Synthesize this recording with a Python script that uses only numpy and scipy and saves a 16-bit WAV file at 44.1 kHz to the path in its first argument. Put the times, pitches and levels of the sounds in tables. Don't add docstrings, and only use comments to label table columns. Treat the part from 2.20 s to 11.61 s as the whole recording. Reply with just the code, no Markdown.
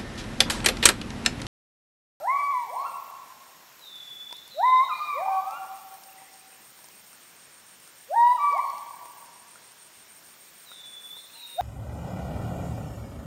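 import sys
import numpy as np
from scipy import signal
from scipy.io import wavfile
from scipy.ndimage import uniform_filter1d

SR = 44100
rng = np.random.default_rng(int(sys.argv[2]) if len(sys.argv) > 2 else 0)


def natural_amplitude(level_db):
    exponent = np.asarray(level_db, float) / 20
    return 10 ** exponent


def int16_out(signal):
    q = np.round(np.clip(np.atleast_2d(signal).T, -1, 1) * 32767)
    wavfile.write(sys.argv[1], SR, q.astype(np.int16))


N = 414981

# centre_hz, density_db_per_hz
AIR_SPECTRUM = [(15, -51.5), (25, -30), (165, -3), (261, -5.5), (1820, -3), (8000, -10.5), (9990, -14),
                (15800, -12.5)]
# centre_hz, width_hz, level_db
INSECT_CHORUS = [(5535, 440, -67), (6640, 350, -69), (7310, 290, -70)]
# start_s, end_s, level_db
SHRILL_PHRASES = [(-.2, 4.0, -67), (4.0, 5.2, -71), (5.702, 7.3, -76), (6.3, 6.6, -69), (7.9, 8.22, -69),
                  (8.85, 9, -61), (9.15, 9.6, -73)]
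# start_s, end_s, first_db, last_db, end_throb_depth [0-1]
KATYDID_PHRASES = [(-.2, 0.91, -66, -52, 0.6), (0.921, 1.688, -62, -60, 0.29),
                   (1.701, 2.956, -76, -54, 0.02), (2.944, 3.943, -55, -52.5, 0.35),
                   (3.953, 4.918, -61, -55, 0.46), (4.918, 5.167, -60, -59, .3),
                   (5.177, 5.947, -67, -56, .3), (5.955, 7.053, -56.5, -54, 0.6),
                   (7.201, 8.546, -72, -53, 0.17), (8.595, 9.5, -63, -50, .4)]
# centre_hz, density_db_per_hz
KATYDID_SPECTRUM = [(9000, -40), (11300, -16), (12200, -6), (13500, -2), (14800, 0), (15800, -1)]
# time_s, level_db
CRICKET_LEVEL = [(0, -63), (.76, -59), (.82, -73), (1.3, -66), (1.45, -91), (2.3, -107), (2.42, -66.5),
                 (3.1, -63), (3.6, -59), (6, -57.5), (8.2, -57), (9.41, -54.5)]
# time_s, chirps_per_s
CRICKET_RATE = [(0.0, 6.822), (1.4, 4.551), (2.4, 7.402), (3.3, 7.109), (4.5, 6.681), (5.6, 6.696),
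                (6.0, 6.481), (7.2, 6.725), (7.7, 6.481), (9.41, 6.54)]
# start_s, fine_splash_db, coarse_splash_db, leaf_ring_db
LARGE_LEAF_DRIPS = [(1.5938, -50.5, -48, -47), (1.7565, -50, -53, -51), (1.8966, -49, -59, -54),
                    (2.1097, -59, -50, -45), (2.127, -50, -39, -37), (2.1666, -47, -48, -57),
                    (2.2776, -44, -46, -50), (3.309, -52.5, -46, -45), (3.5574, -52, -51, -54),
                    (3.7407, -46, -49, -58), (3.8364, -48, -46, -52), (4.0192, -71, -56, -43),
                    (4.1405, -58, -48, -53), (4.5896, -56, -50, -47), (4.6427, -50, -44, -46),
                    (4.6862, -54, -45, -46), (6.071, -54, -62.5, -57), (6.3265, -54, -45, -44),
                    (6.3807, -54, -50, -38), (6.5, -47, -44, -52), (6.5807, -49, -42, -53),
                    (6.8562, -47, -51, -42), (7.0594, -50, -50, -71), (7.3106, -48, -73, -74),
                    (8.4043, -57.5, -52, -61), (8.9685, -51, -58, -45)]
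# start_s, fine_splash_db, coarse_splash_db, leaf_ring_db
SMALL_DRIPS = [(4.9303, -48, -46.5, -48), (5.6002, -50, -58, -54), (5.676, -49, -49, -47),
               (7.357, -65, -59, -42.5), (8.5164, -63, -60, -41.5)]
# start_s, peak_db, centre_hz
BIRD_CHIPS = [(3.885, -54, 2793), (3.9197, -56, 2610), (3.9746, -50.5, 2020), (4.0731, -54, 2070),
              (4.0941, -62, 2287), (4.2014, -56, 2485), (4.3194, -56, 2555), (9.0913, -54, 2600),
              (9.114, -58, 2670), (9.1491, -50, 2850), (9.181, -54, 2630), (9.2125, -52, 2540),
              (9.2294, -58, 2900), (9.27, -54, 2840), (9.2894, -56, 2790), (9.3427, -56, 2830),
              (9.358, -54, 2520)]
# start_s, length_s, lowest_hz, closing_lift_hz, level_db
BIRD_WHISTLES = [(1.599, .58, 3440, 200, -41), (2.279, .485, 3690, 384, -41),
                 (8.445, .55, 3455, 160.5, -43.5), (9.117, .48, 3663, 390, -42)]
# centre_hz, width_hz, level_db
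EARLIER_TAILS = [(830, 140, -40), (1360, 70, -50.5), (4070, 170, -64)]
# centre_hz, t60_s
FOREST_T60 = [(400, 2.26), (800, 2.72), (1200, 1.72), (2400, 1.94), (4000, 1.1), (9000, 0.2)]
# harmonic_hz, gain_db
SECOND_GAIN = [(1000, -22.5), (1400, -7), (1900, -0.5), (2450, 0.5), (2900, 8.5)]
# harmonic_hz, gain_db
MOUTH_GAIN = [(2300, -18), (2900, -3), (3500, 2), (3900, 4.5), (4500, 1.5), (5100, -2), (6200, -13),
              (8000, -44)]
# scattered_db, second_start_db, second_end_db, upper_db
WHOOP_BALANCE = [(-7.5, -8.5, -23.5, -36), (-0.5, -61.5, -6, -26), (-11.5, -15.5, -19, -41.5),
                 (-6, -13.5, -8, -35.5), (-7, -26.5, -20.5, -42), (-4.5, -36, -16, -29),
                 (-11, -11.5, -27.5, -41), (-6, -23, -13.5, -41), (-6.5, -36, -18, -20), (3, -16, -14, -45)]
# time_s, pitch_hz, effort_db
DISTANT_WHOOP = [(9.12, 894, -55), (9.15, 944, -64), (9.32, 985, -76)]
# time_s, pitch_hz, effort_db
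FIRST_BOUT = [
    [(0, 528, -49), (.04, 655, -33), (.08, 980, -24), (.125, 1103, -24.5), (.175, 1146, -28),
     (.315, 1130, -31), (.345, 1018, -26), (.44, 934, -35.5), (.525, 611, -58.5)],
    [(.44, 370, -77.5), (.5, 472, -52.5), (.535, 699, -38.5), (.57, 993, -32), (.61, 1105, -28.5),
     (.635, 1163, -44.5), (.665, 1373, -36.5), (.71, 1340, -72)],
]
# time_s, pitch_hz, effort_db
SECOND_BOUT = [
    [(2.34, 484, -60), (2.39, 643, -28.5), (2.43, 928, -20), (2.46, 1020, -18.5), (2.53, 1026, -17.5),
     (2.58, 1024, -19.5), (2.62, 1053, -18), (2.645, 1123, -31), (2.665, 1060, -45)],
    [(2.685, 1523, -47), (2.7, 1310, -33), (2.72, 1204, -27.5), (2.77, 1213, -48), (2.82, 1207, -27),
     (2.86, 1215, -38), (2.89, 1189, -28), (2.96, 1124, -34.5), (3.02, 800, -41.5)],
    [(2.915, 406, -75), (2.97, 545, -35.5), (3.03, 774, -30), (3.12, 771.8, -26.5), (3.2, 758, -32),
     (3.3, 786, -36.5), (3.33, 780, -77)],
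    [(3.06, 780, -22), (3.1, 1071, -42), (3.14, 1130, -34), (3.2, 1132, -35), (3.25, 1217, -43),
     (3.385, 1423, -41.5), (3.405, 1478, -88)],
]
# time_s, pitch_hz, effort_db
THIRD_BOUT = [
    [(5.865, 403, -81), (5.91, 582, -32), (5.96, 924, -21.5), (6.0, 940, -17), (6.05, 959, -16.5),
     (6.125, 990, -20), (6.16, 990, -38)],
    [(6.17, 1388, -50), (6.19, 1145, -30.5), (6.23, 1160, -23), (6.3, 1152, -26), (6.36, 1120, -29),
     (6.4, 1003, -30)],
    [(6.285, 258, -71), (6.35, 658, -33.5), (6.39, 961, -26.5), (6.42, 1100, -37), (6.53, 1092, -41)],
    [(9.335, 409, -81), (9.37, 570, -49), (9.39, 700, -26), (9.412, 850, -23)],
]


def evened(x):
    return x / np.sqrt(np.mean(x ** 2) + 1e-20)


def read(points, hz):
    f, value = np.transpose(points)
    return np.interp(np.log(hz + 1), np.log(f + 1), value)


def curves(rows):
    s, *columns = np.transpose(rows)
    t = np.arange(max(s[0], 0), s[-1], 1 / SR)
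    return t, *(np.interp(t, s, c) for c in columns)


def add(mix, start_s, sound):
    part = mix[round(max(start_s, 0) * SR):][:len(sound)]
    part += sound[:len(part)]


def wobble(length, size):
    return evened(uniform_filter1d(uniform_filter1d(rng.standard_normal(length), size), size))


def resonate(x, hz, width_hz):
    turn = np.exp(2j * np.pi * hz * np.arange(len(x)) / SR)
    r = np.exp(-np.pi * width_hz / SR)
    return 2 * (turn * signal.lfilter([(1 - r) ** 2], [1, -2 * r, r * r], x / turn)).real


def noise(spectrum, patchy_db):
    frames, hz = N // 256 + 5, np.fft.rfftfreq(1024, 1 / SR)
    a, b, patches = rng.standard_normal((frames, 513, 3)).T
    patches = uniform_filter1d(patches, size=10, axis=0)
    patches = evened(uniform_filter1d(patches, size=14, axis=1))
    z = (a + 1j * b) * natural_amplitude(read(spectrum, hz)[:, None] + patchy_db * patches)
    return evened(signal.istft(z, nperseg=1024, noverlap=768)[1][:N])


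def air():
    return natural_amplitude(-54) * noise(AIR_SPECTRUM, patchy_db=1.0)


def insects():
    hiss, t = rng.standard_normal(N), np.arange(N) / SR
    edge_s, idle_db = 0.12, -76.5
    gain = natural_amplitude(idle_db)
    for start_s, end_s, level_db in SHRILL_PHRASES:
        inside_s = np.minimum(t - start_s, end_s - t)
        gain = gain + natural_amplitude(level_db) * np.clip(inside_s / edge_s + 0.5, 0, 1)
    out = evened(resonate(hiss, 12620, 480)) * gain * natural_amplitude(1.5 * wobble(N, size=3000))
    for hz, width_hz, level_db in INSECT_CHORUS:
        out = out + natural_amplitude(level_db) * evened(resonate(hiss, hz, width_hz))
    return out


def katydid():
    t, gain = np.arange(N) / SR, np.zeros(N)
    for start_s, end_s, first_db, last_db, depth in KATYDID_PHRASES:
        u = np.clip((t - start_s) / (end_s - start_s), 0, 1)
        throb = 1 + np.clip(depth, 0, 1) * u ** 0.7 * np.sin(2 * np.pi * 32.0 * (end_s - t))
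        swell_db = last_db + (first_db - last_db) * (1 - u) ** 1.3
        gain += natural_amplitude(swell_db) * throb * (u > 0) * (u < 1)
    return uniform_filter1d(gain, size=500) * noise(KATYDID_SPECTRUM, patchy_db=-0.5)


def cricket():
    t = np.arange(N) / SR
    within = np.cumsum(np.interp(t, *np.transpose(CRICKET_RATE))) / SR % 1
    gate = np.clip((within - 0.03) / 0.2, 0, 1) * np.clip((0.92 - within) / 0.12, 0, 1)
    strokes = np.cumsum(228 * (1 + 0.01264 * wobble(N, size=3000))) / SR
    strong_weak = np.where(strokes % 2 < 1, 1, 0.55)
    teeth = 0.36 + np.sin(np.pi * (strokes % 1)) ** 2 * strong_weak
    wing = np.sin(2 * np.pi * np.cumsum(8780 + 90 * wobble(N, size=200)) / SR)
    rasp = evened(resonate(rng.standard_normal(N), 8735, 600))
    level_db = np.interp(t, *np.transpose(CRICKET_LEVEL))
    return evened(gate * teeth * (wing + 1.3 * rasp)) * natural_amplitude(level_db)


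def drips(rows, leaf_hz):
    out, t = np.zeros(N), np.arange(1500) / SR
    for start_s, fine_db, coarse_db, leaf_db in rows:
        fine, coarse = rng.standard_normal((2, len(t)))
        splash = natural_amplitude(fine_db) * evened(resonate(fine, 10300, 2600))
        splash = splash + natural_amplitude(coarse_db) * evened(resonate(coarse, 5300, 2400))
        ring_t60_s = 0.037 * natural_amplitude(0.6 * (leaf_db + 43))
        ring_hz = leaf_hz * (1 + 0.025 * rng.standard_normal())
        ring = natural_amplitude(-60 * t / ring_t60_s) * np.sin(2 * np.pi * ring_hz * t)
        click = (1 - t / 0.000093) * np.exp(-t / 0.00014)
        snap = click + 0.33 * natural_amplitude(-60 * t / 0.0029) * np.sin(2 * np.pi * 2300 * t)
        hard = 3 * natural_amplitude(0.7 * (leaf_db + 41))
        add(out, start_s, natural_amplitude(-60 * t / 0.016) * splash + natural_amplitude(leaf_db) * (ring + hard * snap))
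    return out


def chips():
    out, t = np.zeros(N), np.arange(round(0.02 * SR)) / SR
    for start_s, peak_db, hz in BIRD_CHIPS:
        sweep = np.sin(2 * np.pi * hz * (0.9 * t + 4.4 * t ** 2))
        add(out, start_s, natural_amplitude(peak_db + 0.5) * np.hanning(len(t)) * sweep)
    return out


def whistle(length_s, low_hz, lift_hz, level_db):
    t = np.arange(0, length_s, 1 / SR)
    left_s = length_s - t
    drop_hz, drop_s, lift_s, flick_hz, flick_s = 780, 0.056, 0.08, 634, 0.0123
    hz = low_hz + drop_hz * np.exp(-t / drop_s) + lift_hz * np.exp(-left_s / lift_s)
    hz = hz + flick_hz * np.exp(-np.maximum(left_s - flick_s, 0) / flick_s)
    onset_db = -10 * np.clip(1 - t / 0.03, 0, 1)
    high_db = -5 * (hz - low_hz) / 1000
    gain = natural_amplitude(level_db + onset_db + high_db + 2.6 * wobble(len(t), size=350))
    return gain * np.sin(2 * np.pi * np.cumsum(hz) / SR) * signal.windows.tukey(len(t), 0.04)


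def earlier_tails():
    fading = natural_amplitude(-60 * np.arange(N) / SR / 0.69) * rng.standard_normal(N)
    out = np.zeros(N)
    for hz, width_hz, level_db in EARLIER_TAILS:
        out += natural_amplitude(level_db) * np.sqrt(SR / width_hz / 3) * resonate(fading, hz, width_hz)
    return out


def forest(x, onset_s, early_t60_s, early_db):
    t, out = np.arange(2 * SR) / SR, np.zeros(N)
    shares = np.array([wobble(N, size=2200) for _ in range(4)])
    for share in shares / np.linalg.norm(shares, axis=0):
        hz, frame_s, z = signal.stft(rng.standard_normal(2 * SR), SR, nperseg=512)
        slow = natural_amplitude(-60 * frame_s / read(FOREST_T60, hz)[:, None])
        quick = natural_amplitude(early_db - 60 * frame_s / early_t60_s)
        tail = signal.istft(z * (slow + quick), SR, nperseg=512)[1][:len(t)]
        lumps = natural_amplitude(2.8 * wobble(len(tail), size=700))
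        tail = tail * lumps * (1 - np.exp(-t / onset_s))
        out += share * signal.fftconvolve(x, tail / np.linalg.norm(tail))[:N]
    return out


def whoop(rows, second_db, second_end_db, upper_db):
    t, hz, effort_db = curves(rows)
    hz = uniform_filter1d(hz, size=700, mode="nearest")
    phase = 2 * np.pi * np.cumsum(hz * (1 + 0.002 * wobble(len(t), size=300))) / SR
    glide_hz = np.gradient(hz)

    peak_before_db = np.maximum.accumulate(effort_db)
    peak_after_db = np.maximum.accumulate(effort_db[::-1])[::-1]
    held_db = np.minimum(peak_before_db, peak_after_db)
    rich_db = np.linspace(second_db, second_end_db, len(t)) + held_db - effort_db
    rich_db = rich_db + read(SECOND_GAIN, 2 * hz)
    rich_db = rich_db - 0.5 * uniform_filter1d(np.maximum(-glide_hz, 0), size=400) * SR / 1000
    second = natural_amplitude(rich_db + 2.85 * wobble(len(t), size=400)) * np.sin(2 * phase)

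    upper = np.zeros(len(t))
    for k in range(3, 7):
        harmonic_db = read(MOUTH_GAIN, k * hz) - 3 * max(k - 4, 0) + 3.7 * wobble(len(t), size=500)
        upper += natural_amplitude(harmonic_db) * np.sin(k * phase)
    steady = np.exp(-uniform_filter1d(abs(glide_hz), size=900) * SR / 2500)
    upper = upper * natural_amplitude(upper_db + 0.5 * (effort_db - effort_db.max())) * steady

    gain = np.sqrt(2) * natural_amplitude(effort_db + 0.54 * wobble(len(t), size=500))
    gain = gain * np.minimum((t - t[0]) / 0.0041, 1) * np.minimum((t[-1] - t) / 0.0028, 1)
    return gain * (np.sin(phase) + second * steady ** 0.16), gain * upper


def scene():
    apes, scattered, bird = np.zeros(N), np.zeros(N), np.zeros(N)
    whoops = FIRST_BOUT + SECOND_BOUT + THIRD_BOUT
    for rows, (wet_db, *overtones_db) in zip(whoops, WHOOP_BALANCE):
        voice, upper = whoop(rows, *overtones_db)
        add(apes, rows[0][0], voice + natural_amplitude(-5) * upper)
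        add(scattered, rows[0][0], natural_amplitude(wet_db) * voice + upper)
    distant, _ = whoop(DISTANT_WHOOP, second_db=-33, second_end_db=-30, upper_db=-60)
    add(scattered, DISTANT_WHOOP[0][0], distant)
    for start_s, *shape in BIRD_WHISTLES:
        add(bird, start_s, whistle(*shape))

    apes = apes - 1.14 * resonate(apes, 865, 130)
    bug, chatter = cricket(), chips()
    near = natural_amplitude(-9) * bug + natural_amplitude(-2) * chatter
    hidden = natural_amplitude(-4) * resonate(bird, 3500, 1500)
    wet = forest(scattered + natural_amplitude(-4.0) * bird + near, onset_s=0.0041, early_t60_s=1.0, early_db=6.5)
    background = air() + insects() + katydid() + earlier_tails()
    drops = drips(LARGE_LEAF_DRIPS, leaf_hz=991) + drips(SMALL_DRIPS, leaf_hz=1370)
    return (background + bug + drops + chatter + hidden + wet + apes)[None]


def top_cut(x):
    return signal.sosfilt(signal.butter(12, 16720, fs=SR, output="sos"), x)


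def record(dry):
    edge_hz = 15740
    lowpass = signal.firwin(1023, edge_hz, window=("kaiser", 9), fs=SR)
    banded = signal.oaconvolve(dry, lowpass[None], "same")
    return top_cut(banded)


dry = scene()
out = record(dry)
int16_out(out)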